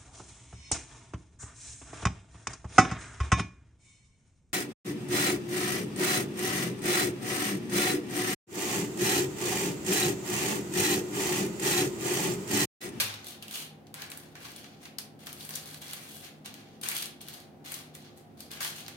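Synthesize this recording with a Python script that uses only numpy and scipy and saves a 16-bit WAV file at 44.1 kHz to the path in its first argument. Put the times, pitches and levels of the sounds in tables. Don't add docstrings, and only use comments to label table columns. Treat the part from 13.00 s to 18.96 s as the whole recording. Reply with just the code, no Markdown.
import sys
import numpy as np
from scipy import signal
from scipy.fft import rfft, irfft
from scipy.io import wavfile
from scipy.ndimage import uniform_filter1d

SR = 44100
rng = np.random.default_rng(int(sys.argv[2]) if len(sys.argv) > 2 else 0)


def waveform_to_disk(signal):
    frames = np.transpose(np.atleast_2d(signal))
    scaled = np.clip(frames, -1, 1) * 32767
    samples = np.round(scaled).astype(np.int16)
    wavfile.write(sys.argv[1], SR, samples)


N = 262836

# f/Hz, spectral level/dB
BODY_SPECTRUM = [(250, -32), (500, -7.5), (800, -4.5), (980, -5), (1150, -1.5), (1320, -3.5), (1500, -0.5),
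                 (1800, -2), (2200, -2), (2700, -10), (4500, -54)]
CRINKLE_SPECTRUM = [(900, -43), (1800, -18.5), (2400, -3.5), (3300, 2.5), (4400, 2.5), (5300, -1.5),
                    (6600, -2), (8000, -17.5), (12000, -40.5)]
FIZZ_SPECTRUM = [(3500, -46.5), (6000, -11), (7400, -3.5), (9000, 3), (11500, -1), (12500, 1.5),
                 (15500, -3.5), (17000, -5.5)]
REGISTERS = (BODY_SPECTRUM, CRINKLE_SPECTRUM, FIZZ_SPECTRUM)
# t/s, rise/s, hold/s, level/dB, fade/(dB/s), body/dB, fizz/dB, f/Hz of the patch under the hand
HAND_STROKES = [(0.0, 0.0004, 0.0053, -27, 298, -8, 2.5, 2700),
                (0.036, 0.011, 0.036, -41.5, 74, -5.5, -7, 1390),
                (0.25, 0.042, .01, -43.5, 224, -7.5, 1, 3600), (0.417, .005, .02, -54.5, 98, -1.5, 2, 2790),
                (0.491, 0.053, 0.094, -40.5, 360, -9, 1, 2950), (0.944, .005, .04, -50.5, 100, 1, -8, 2870),
                (0.973, 0.042, .005, -46, 200, 1, -3, 1600), (1.117, .005, 0.081, -55.5, 60, -3, -1, 1580),
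                (1.355, .005, 0.06, -54, 100, -0.5, -3.5, 2700),
                (1.417, 0.036, 0.14, -49, 128, -5.5, -1.5, 3060),
                (1.63, 0.0059, 0.0059, -53.5, 94, -8, -4.5, 2430),
                (1.804, 0.047, .005, -50.5, 282, -4, -1, 2130),
                (2.189, 0.0044, .06, -55.5, 100, -4, 0, 3400),
                (2.254, 0.0078, 0.022, -49.5, 102, -3.5, 1, 3080),
                (2.346, 0.069, 0.21, -50.5, 100, -6.5, 3.5, 4700),
                (2.523, 0.022, .01, -42.5, 200, -6.5, -3, 4570), (2.619, .05, 0.078, -50, 280, -4, 4, 4540),
                (2.808, 0.0093, 0.036, -47.5, 100, -4, 1.5, 3400),
                (2.846, 0.028, 0.11, -45, 168, -6, -1.5, 2010), (2.993, 0.024, .02, -51, 98, -4.5, 3, 2440),
                (3.077, 0.0082, .12, -51.5, 104, -8, 4.5, 3300),
                (3.219, 0.032, 0.012, -46.5, 298, -5, -4.5, 2260),
                (3.446, 0.0046, 0.0027, -42, 222, -5, -4, 3000),
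                (3.54, .005, 0.08, -55.5, 65, -4, -6.5, 3140),
                (3.829, 0.01, 0.088, -38.5, 200, -3.5, 2, 1400),
                (3.935, 0.026, 0.061, -39, 210, -13.5, 1, 3280),
                (4.206, 0.0034, 0.0033, -46.5, 275, -10, -4, 3300),
                (4.255, 0.032, 0.095, -50, 170, -4.5, 0, 4570),
                (4.643, 0.017, 0.03, -46.5, 204, -6.5, -0.5, 2080),
                (4.684, 0.053, .015, -43, 140, -7.5, 2, 1120),
                (4.936, 0.006, 0.028, -54.5, 109, -13, -1, 4030),
                (5.028, .015, 0.042, -58.5, 250, -4, -9, 3530),
                (5.159, 0.016, .012, -60, 298.5, -4, 2.5, 2000),
                (5.372, 0.037, .008, -52, 157, -4.5, 2, 4770),
                (5.506, 0.019, .003, -43.5, 128, -4, -1.5, 2910),
                (5.602, 0.0047, .02, -39.5, 126, -4, 1, 1640), (5.616, 0.032, .005, -37, 168, -19, 2, 3120),
                (5.75, 0.034, 0.0093, -44, 180, -8.5, 0, 2580),
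                (5.864, 0.0054, 0.098, -54, 100, -6, -11, 3800)]


def paper_rustle(trim_db=-3, fizz_left_db=1.9, patch_db=3.5, fade_ratios=(1, 1, 1.37)):
    out = np.zeros((2, N))
    fine = fibre_slips(per_s=4000, spread_db=2, clump_db=2.5, ring_s=0.00053)
    crackle = 0.55 * fibre_slips(per_s=240, spread_db=3.5, clump_db=1.5, ring_s=0.0003)
    swarms = (fine, unit(fine + crackle), unit(fine + 2 * crackle) * pan(fizz_left_db))
    layers = [colour(swarm, spectrum) for swarm, spectrum in zip(swarms, REGISTERS)]
    offsets = rng.integers(0, N - SR, len(HAND_STROKES))
    for (start, rise, hold, level, fade, body, fizz, patch_hz), at in zip(HAND_STROKES, offsets):
        gains = amp(level + trim_db + np.array([body, 0, fizz]))
        stroke = sum(gain * hand_effort(rise, hold, fade * ratio) * layer[:, at:at + SR]
                     for gain, ratio, layer in zip(gains, fade_ratios, layers))
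        add(out, start, paper_patch(stroke, patch_hz, patch_db, q=8.1))
    return out


def fibre_slips(per_s, spread_db, clump_db, ring_s, spots=96, size=96):
    at = np.flatnonzero(rng.random(N) < per_s / SR)
    strength = amp(spread_db * np.minimum(rng.exponential(1, N), 4) + clump_db * drift(80))[at]
    spot = rng.integers(0, spots, N)[at]
    waves = rng.standard_normal((2, spots, size)) * np.exp(-np.arange(size) / SR / ring_s)
    slips = waves[:, spot] * strength[:, None]
    where = (at[:, None] + np.arange(size)).ravel()
    return unit(np.array([np.bincount(where, side.ravel(), N)[:N] for side in slips]))


def hand_effort(rise, hold, fade_db_per_s, catch_db=-8, sag_db_per_s=29.5):
    t = np.arange(SR) / SR
    swell_db = catch_db * np.maximum(1 - t / rise, 0)
    held = np.clip(t - rise, 0, hold)
    released = np.maximum(t - rise - hold, 0)
    return amp(swell_db - sag_db_per_s * held - fade_db_per_s * released)


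def paper_patch(x, hz, db, q=5):
    b, a = signal.iirpeak(hz, q, SR)
    return (x + (amp(db) - 1) * signal.lfilter(b, a, x)) / amp(db / 4)


# t/s, level/dB over 6 ms, length/s, body/dB, fizz/dB, left over right/dB, patch f/Hz, patch gain/dB
CREASES = [(0.1396, -42, 0.0014, -14, -6, 0, 3870, 5), (0.244, -46, 0.00081, -18, 0, 2, 8300, 4),
           (0.268, -43.5, .0027, -30, 1, 1, 12200, 9), (0.425, -41.5, 0.0015, -32, 0, -1, 2830, 11),
           (0.43, -49, .0017, -27, -2, 6, 2820, 7), (0.4812, -43, .0024, -16, 2.5, -1, 3000, 11),
           (0.51, -41, 0.0023, -12.5, 1, 0, 3000, -3), (0.556, -35, .003, -11, 3, 2, 3000, 10.5),
           (0.869, -56.5, 0.0016, -16, -6, 1, 3000, 2), (0.9414, -39.5, .001, -8, 3.5, 2, 7800, 3.5),
           (1.02, -39, 0.0021, -13, -3, 3, 1900, -1), (1.1013, -47, 0.0016, -24, 7, 8, 7900, 13),
           (1.116, -39.5, 0.0031, -7.5, -0.5, 4, 2100, 1.5), (1.1741, -41.5, .0011, -23, 26, 3, 8500, -1),
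           (1.3536, -45.5, 0.0029, -4.5, -8, -1, 1700, 6), (1.4491, -44.5, 0.0051, -11, -8, -1, 1110, 14),
           (1.5624, -45, 0.00058, -24, 5, 5, 9400, 2), (1.6429, -49, 0.0023, -8, -12, 6, 1500, 4),
           (1.854, -44, 0.0048, -8.5, -7, -1, 2600, 5), (1.9844, -32, 0.0037, -12, 4, 3, 5040, 8.5),
           (2.2692, -37, .003, -10, -1, 1, 1290, 7), (2.329, -41.5, 0.0011, -27, 6.5, 5, 12000, 2),
           (2.408, -47, .0026, -27, -7, 2, 3720, 7.5), (2.45, -44.5, 0.0012, -18, 11, 1, 13400, 8),
           (2.4914, -39, 0.001, -8.5, 3, 3, 15500, 11), (2.507, -41.5, 0.00067, -7, -0.5, 1, 6000, 4),
           (2.5535, -36.5, 0.003, -14, 9, 4, 6400, 2), (2.557, -33.5, .0016, -29, 4.5, 4, 6200, 8),
           (2.7447, -41.5, 0.00048, -10, 2, 0, 4400, 5.5), (2.8173, -47, 0.0051, -8, 8, 8, 6700, 7),
           (2.933, -35, 0.0024, -11, 7, 1, 8700, -2), (3.458, -41, 0.003, -10.5, -2, 0, 2500, 1),
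           (3.541, -44.5, 0.0013, -22, 1, 7, 1900, 10), (3.8134, -41.5, 0.0048, -20, 6, 4.5, 9600, 1),
           (3.834, -36.5, 0.003, -14, -2.5, 7, 8500, 9), (3.862, -43.5, 0.0023, -13, -7, 6, 2500, 16),
           (3.8767, -41.5, .0007, -5, -5, 10, 1320, 11), (3.8867, -28, 0.0033, -17, 9, 6.5, 11700, 1),
           (3.9152, -34.5, 0.00096, -9, 8.5, 0, 2300, 20), (3.95, -38, .0018, -18, 11, 7, 15500, 4),
           (3.9658, -32.5, 0.00076, -21, 10, 4, 3150, 14), (3.979, -38, 0.00097, -19, 14, 5, 8100, -4),
           (4.0236, -32, 0.0048, -14, 0, 0, 4380, 2.5), (4.0572, -41, 0.0013, -20, 5, 12, 8500, 3),
           (4.2137, -45, 0.0025, -10, 9, 7, 8500, 2), (4.285, -40.5, 0.00094, -13, 0, 2, 15500, 7),
           (4.72, -37.5, 0.002, 2, 14.5, 6, 8500, 1), (4.741, -41, 0.0031, -24, -4, 12, 8100, 8),
           (4.9506, -43, 0.0025, -9.5, 4, 2, 2000, 6), (5.405, -41, 0.0023, -19, 6.5, 3, 4600, 11),
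           (5.5145, -40.5, 0.0028, -20, 3, 3, 3200, 4), (5.606, -34, 0.0028, -3.5, 4, 5, 1640, 9),
           (5.623, -39, .0027, -15, -1, 0, 3000, 0), (5.648, -33, .0026, -7, -3, 1, 3830, 2),
           (5.863, -47, 0.0019, -17, -11, 5, 4900, 3), (5.881, -40, 0.0017, -9.5, -0.5, -2, 3820, -2)]


def crease_snaps(rings_s=(0.0067, 0.0005, 0.0005), body_db=5, fizz_db=1, room_db=-0.5, size=1024, slips=6):
    direct, spread = np.zeros((2, 2, N))
    t, order = np.arange(size) / SR, np.arange(slips)
    responses = [colour(signal.unit_impulse(size)[None], spectrum) for spectrum in REGISTERS]
    for start, level, length, body, fizz, left_db, patch_hz, patch_db in CREASES:
        onsets = (order + rng.random(slips) * (order > 0)) / slips * length
        since = t - onsets[:, None]
        power = rng.uniform(0.17, 1, (slips, 1)) * np.geomspace(1, 0.25, slips)[:, None]
        balance = amp([body + body_db, 0, fizz + fizz_db])
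        gains = unit_energy(balance) * amp(level) * np.sqrt(0.006 * SR)
        snap = np.zeros((2, size))
        for gain, response, ring in zip(gains, responses, rings_s):
            envelope = np.sqrt((power * (since >= 0) * np.exp(-2 * abs(since) / ring)).sum(0))
            burst = envelope * rng.standard_normal((2, size))
            snap += gain * unit_energy(signal.fftconvolve(burst, response, axes=1)[:, :size])
        add(direct, start, pan(left_db) * paper_patch(snap, patch_hz, patch_db))
        all_round = sum(gain * response for gain, response in zip(gains, responses))
        add(spread, start + length / 2, amp(room_db) * paper_patch(all_round, patch_hz, patch_db))
    return direct, spread


# f/Hz, level/dB, t60/s
TRAY_MODES = [(104.7, -42.5, 0.78), (125.3, -39.5, 0.27), (205.7, -39.5, 0.15), (429, -46, 0.24)]


def tray_boom(strike_s=0.0063, rise_s=0.013):
    t = np.maximum(np.arange(N) / SR - strike_s, 0)
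    ring = sum(amp(db - 60 * t / t60) * np.sin(2 * np.pi * hz * t) for hz, db, t60 in TRAY_MODES)
    return ring * (1 - np.exp(-t / rise_s))


# f/Hz, t60/s
WALL_DECAY = [(300, 0.63), (1500, 0.47), (3500, 0.35), (7000, 0.25), (11000, 0.27), (16000, 0.18)]


def kitchen_echoes(x, tail_db=-1.5, near_db=-6, near_s=0.0022, gap_s=0.0045, size=22050, paths=3):
    t, out = np.arange(size) / SR, np.zeros((2, N))
    active = np.arange(N) // 700 % paths
    for path in range(paths):
        taps = rng.choice([-1., 1.], (2, size)) * (rng.random((2, size)) < 9000 / SR)
        hz, when, bands = signal.stft(taps * (t > gap_s), SR, nperseg=256)
        decay = amp(-60 * when / read(WALL_DECAY, hz)[:, None])
        tail = signal.istft(bands * decay, SR, nperseg=256)[1][:, :size]
        near = taps[::-1] * np.exp(-t / near_s) * (t > 0.001)
        echoes = amp(tail_db) * unit_energy(tail) + amp(near_db) * unit_energy(near)
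        crossfade = np.sqrt(abs(uniform_filter1d((active == path) * 1., size=200)))
        out += signal.fftconvolve(x * crossfade, echoes, axes=1)[:, :N]
    return out


# t/s, level/dB
DRONE_SWELL = [(0.0, -64), (0.2, -66), (0.65, -57), (1.85, -61.5), (2.2, -56.5), (2.75, -54.5), (3.35, -60),
               (4.45, -61.5), (4.95, -55), (5.3, -62), (5.96, -55)]
# f/Hz, level/dB
HUM_TONES = [(80.7, -71), (106, -67), (214.5, -60.5), (253, -65), (281, -66), (355, -65), (439, -71.5),
             (500.6, -71.5), (716, -68.5), (791.3, -68.5)]


def appliance_hum(drone_hz=152, drone_trim_db=-1.66, hum_trim_db=-1.5):
    t = np.arange(N) / SR

    def tone(hz, depth):
        sway_hz = 7 + 0.0045 * hz
        angle = 2 * np.pi * (hz * t + rng.random())
        return unit((1 + depth * drift(sway_hz)) * np.cos(angle) + depth * drift(sway_hz) * np.sin(angle))

    swell_db = np.interp(t, *np.transpose(DRONE_SWELL))
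    drone = amp(swell_db + drone_trim_db) * tone(drone_hz, depth=0.26)
    return drone + sum(amp(db + hum_trim_db) * tone(hz, depth=0.62) for hz, db in HUM_TONES)


# f/Hz, spectral level/dB
AIR_SPECTRUM = [(25, -28), (45, -20), (75, -8.5), (120, -0.5), (220, 0.5), (320, -0.5), (450, -5.5),
                (620, -6), (820, -7.5), (950, -14.5), (1600, -19.5), (4000, -29), (8000, -36),
                (16000, -35.5)]
# f/Hz, coherence/(0-1)
AIR_COHERENCE = [(60, 0.6), (170, 0.77), (280, 0.72), (500, 0.54), (1000, 0), (16000, 0.1)]


def room_air(level_db=-55):
    hz = np.fft.rfftfreq(N, 1 / SR)
    left, other = rfft(rng.standard_normal((2, N)))
    same = read(AIR_COHERENCE, hz)
    right = same * left + np.sqrt(1 - same ** 2) * other
    air = irfft(np.array([left, right]) * amp(read(AIR_SPECTRUM, hz)), N)
    return amp(level_db) * unit(air)


def amp(db):
    return 10 ** (np.asarray(db) / 20)


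def pan(left_db):
    return amp([[left_db / 2], [-left_db / 2]])


def unit(x):
    return x / np.sqrt(np.mean(x ** 2) + 1e-20)


def unit_energy(x):
    return x / np.linalg.norm(x, axis=-1, keepdims=True)


def read(points, hz):
    f, value = np.transpose(points)
    return np.interp(np.log(hz + 1), np.log(f + 1), value)


def add(mix, start_s, sound):
    part = mix[:, round(start_s * SR):][:, :sound.shape[1]]
    part += sound[:, :part.shape[1]]


def drift(rate_hz):
    t = np.arange(0, N / SR + 0.01, 0.001)
    hz = np.fft.rfftfreq(len(t), t[1])
    slow = irfft(rfft(rng.standard_normal(len(t))) * np.exp(-(hz / rate_hz) ** 2), len(t))
    return unit(np.interp(np.arange(N) / SR, t, slow))


def colour(x, spectrum, size=1024):
    log_gain = np.log(amp(read(spectrum, abs(np.fft.fftfreq(size, 1 / SR)))))
    taps = np.fft.ifft(np.exp(np.conj(signal.hilbert(log_gain)))).real[:size // 2]
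    return signal.oaconvolve(x, unit_energy(taps)[None], axes=1)[:, :x.shape[1]]


def scene(left_db=-1.04, right_db=-2.0):
    rustle = paper_rustle() * amp([[left_db], [right_db]])
    snaps, spread = crease_snaps()
    return rustle + snaps + tray_boom() + kitchen_echoes(rustle + spread) + room_air() + appliance_hum()


def record(dry):
    taps = signal.firwin(511, 16150, window=("kaiser", 9), fs=SR)
    return signal.oaconvolve(dry, taps[None], "same", axes=1)


dry = scene()
out = record(dry)
waveform_to_disk(out)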